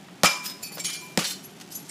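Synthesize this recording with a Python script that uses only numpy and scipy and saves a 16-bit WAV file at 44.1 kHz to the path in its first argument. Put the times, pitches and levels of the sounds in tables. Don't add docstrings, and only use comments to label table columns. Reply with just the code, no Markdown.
import sys
import numpy as np
from scipy import signal
from scipy.io import wavfile
from scipy.ndimage import uniform_filter1d

SR = 44100
rng = np.random.default_rng(int(sys.argv[2]) if len(sys.argv) > 2 else 0)


def inscribe(sig):
    pcm = np.round(np.clip(np.atleast_2d(sig).T, -1, 1) * 32767)
    wavfile.write(sys.argv[1], SR, pcm.astype(np.int16))


N = 83790
BAND_LIMIT_HZ = 15300


def hammer_blow(crack_db, crack_t60, thud_db, tilt_db):
    # frequency in Hz, relative level in dB, time to fall 60 dB (t60) in seconds.
    pane_modes = [(119, -13, 0.12), (173.7, -2.5, 0.13), (194.2, -2, 0.083), (232, -17, 0.12),
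                  (317.6, -9, 0.098), (532.7, -1.5, 0.06), (570.3, -1, 0.061), (737.5, 1, 0.054),
                  (803.5, -5, 0.074), (950, -15, 0.074)]
    push_s, low_cut_hz = 0.0024, 213
    t = np.arange(SR // 4) / SR
    modes = sum(amp(db + tilt_db * np.log2(hz) - 60 * t / t60) * np.cos(2 * np.pi * hz * t)
                for hz, db, t60 in pane_modes)
    radiation = signal.butter(2, low_cut_hz, "high", fs=SR, output="sos")
    thud = signal.sosfilt(radiation, modes * (1 - np.exp(-t / push_s)))
    return amp(thud_db) * unit_peak_rms(thud) + amp(crack_db) * snap(crack_t60, low_hz=248, tilt_db=0)


def snap(t60, low_hz, tilt_db):
    t = np.arange(SR // 4) / SR
    spray = contacts(len(t), per_s=SR / 2) * amp(-60 * t / t60)
    spray[0] = -4.5
    return unit_peak_rms(glass_colour(spray, low_hz, tilt_db))


def rattle(peak_s, rise_s, fall_t60, crunch_db, low_hz, tilt_db, piece, ring_db):
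    t = np.arange(SR * 3 // 5) / SR
    lead_s = 2 * rise_s
    fall = amp(-60 * np.maximum(t - lead_s, 0) / fall_t60)
    swell = np.where(t < lead_s, (t / lead_s) ** 2, fall)
    crunch = unit_peak_rms(glass_colour(swell * contacts(len(t), per_s=5000), low_hz, tilt_db))
    chips = unit_peak_rms(glass_colour(chip_pings(swell), low_hz, tilt_db))
    chip_gain = amp(-1.5)
    debris = (crunch + chip_gain * chips) / np.hypot(1, chip_gain)
    knocks = swell ** 2 * contacts(len(t), per_s=700)
    add(knocks, lead_s, [0.79 * np.linalg.norm(knocks)])
    return peak_s - lead_s, amp(crunch_db) * debris + amp(ring_db) * ringing_piece(piece, knocks)


def ringing_piece(piece, knocks):
    piece_modes = { "slab": [(1050, -25, 0.059), (1247, -1, 0.15), (1276, 5, 0.099), (1274, 0, 0.08),
                   (1370, 2, 0.16), (1522, -7, 0.15)], "large": [(1000, -14, .9), (2169, -14, .2),
                   (2366, 0, .48), (2386, -6, .4), (3022, -16, .3), (4533, -9, .2), (5066, -8, .4),
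                   (5120, -1, .38), (5850, -9, .25), (7030, -11, .22), (7216, -12, .3), (9220, -16, .3),
                   (11400, -19, .3)], "sliver": [(4975, -7, .15), (5108, 0, .3), (5270, -5, .12),
                   (12020, -10, .14), (13716, -2, .13), (13875, -5, .13)], "strip": [(2380, -11, .5),
                   (2553, -7, .3), (4508, 0, .42), (5100, -7, .25), (5838, -9, .4), (7188, 1, .15),
                   (9328, -3, .13), (10936, -8, .17), (11134, -4, .16), (13172, -6, .2), (13850, -10, .2)],
                   "wedge": [(2283, -2, .12), (4496, -7, .2), (5469, -2, .11), (7193, -2, .12),
                   (7442, 1, .12), (8056, -6, .12), (8711, -3, .12)], "long": [(2157, -7, .4),
                   (2376, -3, .7), (3017, -5, .6), (3254, -3, .45), (4157, -2, .4), (4508, 0, .45),
                   (5181, -4, .35), (5621, -3, .25), (6570, -2, .3), (7208, -1, .3), (9423, 0, .25),
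                   (10240, -6, .2)], "shard": [(3007, -8, .5), (3640, -2, .3), (4166, 0, .33),
                   (4503, -1, .2), (5087, -7, .35), (5621, -3, .33), (7675, -3, .25)],
                   "blade": [(1001, -6, .6), (2376, -8, .4)], "chip": [(4877, -8, .25), (6160, -6, .15),
                   (6294, -3, .15), (7033, -4, .15), (9545, -6, .22), (10291, -3, .15), (11564, 0, .25)], }
    flutter_per_khz, flutter_hz = 0.1, 109.3
    t, ring = np.arange(len(knocks)) / SR, 0
    for hz, db, t60 in piece_modes[piece]:
        treble_damping = 14 * (hz / 10000) ** 2
        pole = np.exp((2j * np.pi * hz - np.log(1000) / t60 - treble_damping) / SR)
        mode = signal.lfilter([1], [1, -pole], knocks)
        wobble = rng.standard_normal(size=(200, 2)) @ [1, 1j]
        wobble = np.interp(t * flutter_hz, np.arange(len(wobble)), wobble)
        flutter = 1 + flutter_per_khz * hz / 1000 * wobble
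        ring = ring + amp(db) * (flutter * mode / np.abs(mode).max()).imag * np.sqrt(2)
    return ring


def chip_pings(swell, count=70, t60=0.051, spread_db=3):
    t = np.arange(SR // 10) / SR
    share = np.cumsum(swell) / swell.sum()
    pings = np.zeros(len(swell))
    for when, pitch, strength in rng.random((count, 3)):
        onset = np.searchsorted(share, when)
        hz = 1000 + pitch * (BAND_LIMIT_HZ - 1000)
        db = -spread_db * np.log(strength + .1) - 60 * t / t60
        add(pings, onset / SR, np.sqrt(swell[onset]) * amp(db) * np.sin(2 * np.pi * hz * t))
    return pings


def contacts(samples, per_s, spread_db=0.5):
    strength = amp(spread_db * np.minimum(rng.exponential(1, samples), 3))
    return strength * rng.choice([-1., 1.], samples) * (rng.random(samples) < per_s / SR)


def glass_colour(x, low_hz, tilt_db, size=2048):
    # frequency in Hz, relative spectral density in dB.
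    glass_spectrum = [(200, 5), (700, 3), (1800, 1.5), (3000, 2.5), (5000, 1.5), (7000, -1), (9000, -6),
                      (11500, -8), (13500, -16), (15500, -11.5)]
    hz = np.abs(np.fft.fftfreq(size, 1 / SR)) + 1
    bass_loss_db = 10 * np.log10(1 + (low_hz / hz) ** 6)
    db = curve_at(glass_spectrum, hz) + tilt_db * np.log2(hz / 1000) - bass_loss_db
    log_gain = np.log(amp(np.maximum(db - db.max(), -80)))
    response = np.fft.ifft(np.exp(np.conj(signal.hilbert(log_gain)))).real
    return signal.fftconvolve(x, response[:size // 2])[:len(x)]


def trickling_grit():
    # time in seconds, level in dB.
    grit_levels = [(.24, -58.5), (.3, -62), (.58, -52.5), (1.1, -53), (1.4, -58), (1.55, -55), (1.9, -51)]
    crumbs = glass_colour(contacts(N, per_s=900), low_hz=3240, tilt_db=1.5)
    return crumbs / crumbs.std() * amp(np.interp(np.arange(N) / SR, *np.transpose(grit_levels)))


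def yard_echo(x, delay_s=.007, reflections_per_s=3000):
    # frequency in Hz, t60 in seconds.
    decay_times = [(150, 0.22), (500, 0.28), (1500, 0.58), (4000, 0.34), (8000, 0.56), (15000, 0.57)]
    # frequency in Hz, echo level against the direct sound in dB.
    echo_levels = [(150, -20), (600, -10), (2000, -11.5), (6000, -11), (14000, -15.5)]
    reflections = rng.choice([-1., 1.], SR // 2) * (rng.random(SR // 2) < reflections_per_s / SR)
    hz, t, bands = signal.stft(reflections / reflections.std(), SR, nperseg=256)
    rate = np.log(1000) / curve_at(decay_times, hz)[:, None]
    decay = np.exp(-rate * t) * np.sqrt(2 * rate / SR)
    tail = signal.istft(bands * decay * amp(curve_at(echo_levels, hz))[:, None], SR)[1]
    echo = np.zeros(N)
    add(echo, delay_s, signal.fftconvolve(x, tail))
    return echo


def outdoor_rumble(level_db=-47, waver_db=1):
    # frequency in Hz, relative spectral density in dB.
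    rumble_spectrum = [(25, -50), (60, -31), (110, -13.5), (150, -5.5), (185, 3.5), (230, -9.5),
                       (275, -3.5), (325, -9), (380, -5.5), (470, -17.5), (770, -13), (1000, -19),
                       (3200, -21.5), (5700, -36.5), (12600, -49), (15500, -47)]
    hz, _, bands = signal.stft(rng.standard_normal(N), SR, nperseg=2048)
    waver = uniform_filter1d(rng.standard_normal(bands.shape), size=5, axis=0)
    waver = uniform_filter1d(waver, size=4, axis=1)
    db = curve_at(rumble_spectrum, hz)[:, None] + waver_db * waver / waver.std()
    rumble = signal.istft(bands * amp(db), SR)[1][:N]
    return amp(level_db) * rumble / rumble.std()


def amp(db):
    return 10 ** (np.asarray(db) / 20)


def curve_at(points, hz):
    point_hz, value = np.transpose(points)
    return np.interp(np.log(hz + 1), np.log(point_hz + 1), value)


def add(mix, start_s, sound):
    part = mix[max(round(start_s * SR), 0):][:len(sound)]
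    part += sound[:len(part)]


def unit_peak_rms(x, window=441):
    return x / np.sqrt(uniform_filter1d(x ** 2, window).max() + 1e-20)


def scene():
    # start in seconds, crack level in dB, crack t60 in seconds, thud level in dB,
    # thud tilt in dB per octave.
    blows = [(0.2342, -11, 0.019, -15.5, -0.5), (1.1747, -15, 0.018, -19.5, -4)]
    # peak time, half the rise time and t60
    # of the fall in seconds, crunch level in dB, low edge in Hz, tilt in dB per octave, name of the ringing
    # piece or frame, ring level in dB.
    rattles = [ (0.2452, 0.0053, 0.062, -17.5, 404, 0.5, "slab", -25.5),
               (.259, .014, 0.11, -16.5, 900, -0.5, "large", -22.5),
               (.31, 0.037, .27, -32.5, 590, 0.5, "large", -33.5),
               (.37, .02, 0.09, -48, 2000, 7, "blade", -33.5),
               (.463, 0.025, 0.082, -31.5, 1140, 3, "sliver", -34),
               (.499, .012, .12, -38, 221, 1.5, "sliver", -50.5),
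               (0.632, 0.008, 0.095, -40.5, 2200, 6, "strip", -37.5),
               (0.674, .012, 0.04, -46, 3000, 1.5, "strip", -49.5),
               (.72, 0.0063, 0.16, -46, 350, -5.5, "strip", -48.5),
               (.75, .02, 0.071, -39, 4035, 19, "sliver", -45),
               (.80, 0.0082, 0.084, -35.5, 1790, 4.5, "wedge", -38),
               (.848, .008, .14, -28.5, 2390, 2, "long", -35),
               (.9, .026, 0.095, -34.5, 1270, 0, "long", -43),
               (.931, 0.0036, 0.14, -33, 5100, -2, "strip", -46),
               (.947, 0.0042, 0.14, -41.5, 2180, -6.5, "long", -46.5),
               (1.009, 0.028, 0.72, -51, 3000, 8, "strip", -54.5),
               (1.016, .025, .25, -66, 5000, 10, "blade", -41.5),
               (1.192, .012, 0.17, -24, 446, 0.4, "shard", -53),
               (1.217, .006, 0.07, -32.5, 455, -2.5, "slab", -52),
               (1.249, 0.022, 0.14, -27, 1450, 0.5, "shard", -33.5),
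               (1.272, .008, 0.24, -33.5, 2000, 4, "shard", -46),
               (1.312, .025, 0.14, -31.5, 1210, 4, "shard", -42.5),
               (1.445, 0.016, 0.067, -47.5, 4540, 6, "chip", -48.5),
               (1.722, .015, 0.3, -40.5, 4030, 4, "chip", -45.5),
               (1.756, 0.018, 0.096, -40.5, 5000, 7.5, "chip", -40),
               (1.897, 0.0099, 0.042, -47, 4000, 2, "wedge", -42), ]
    # start in seconds, level in dB, t60 in seconds,
    # low edge in Hz, tilt in dB per octave.
    ground_ticks = [(.085, -46.5, 0.049, 1220, -9.5), (0.7732, -35.5, 0.036, 298, -4),
                    (0.7815, -35.5, 0.09, 397, -1.5), (1.6008, -44, 0.036, 1210, 1),
                    (1.612, -39, 0.068, 1200, 1)]
    glass = trickling_grit()
    for start_s, *row in blows:
        add(glass, start_s, hammer_blow(*row))
    for row in rattles:
        add(glass, *rattle(*row))
    for start_s, db, t60, low_hz, tilt_db in ground_ticks:
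        add(glass, start_s, amp(db) * snap(t60, low_hz, tilt_db))
    return (glass + yard_echo(glass) + outdoor_rumble())[None]


def record(dry, ceiling=0.58):
    rounded = ceiling * np.tanh(dry / ceiling)
    low_pass = signal.firwin(511, BAND_LIMIT_HZ, window=("kaiser", 9), fs=SR)
    return signal.oaconvolve(rounded, low_pass[None], "same")


dry = scene()
out = record(dry)
inscribe(out)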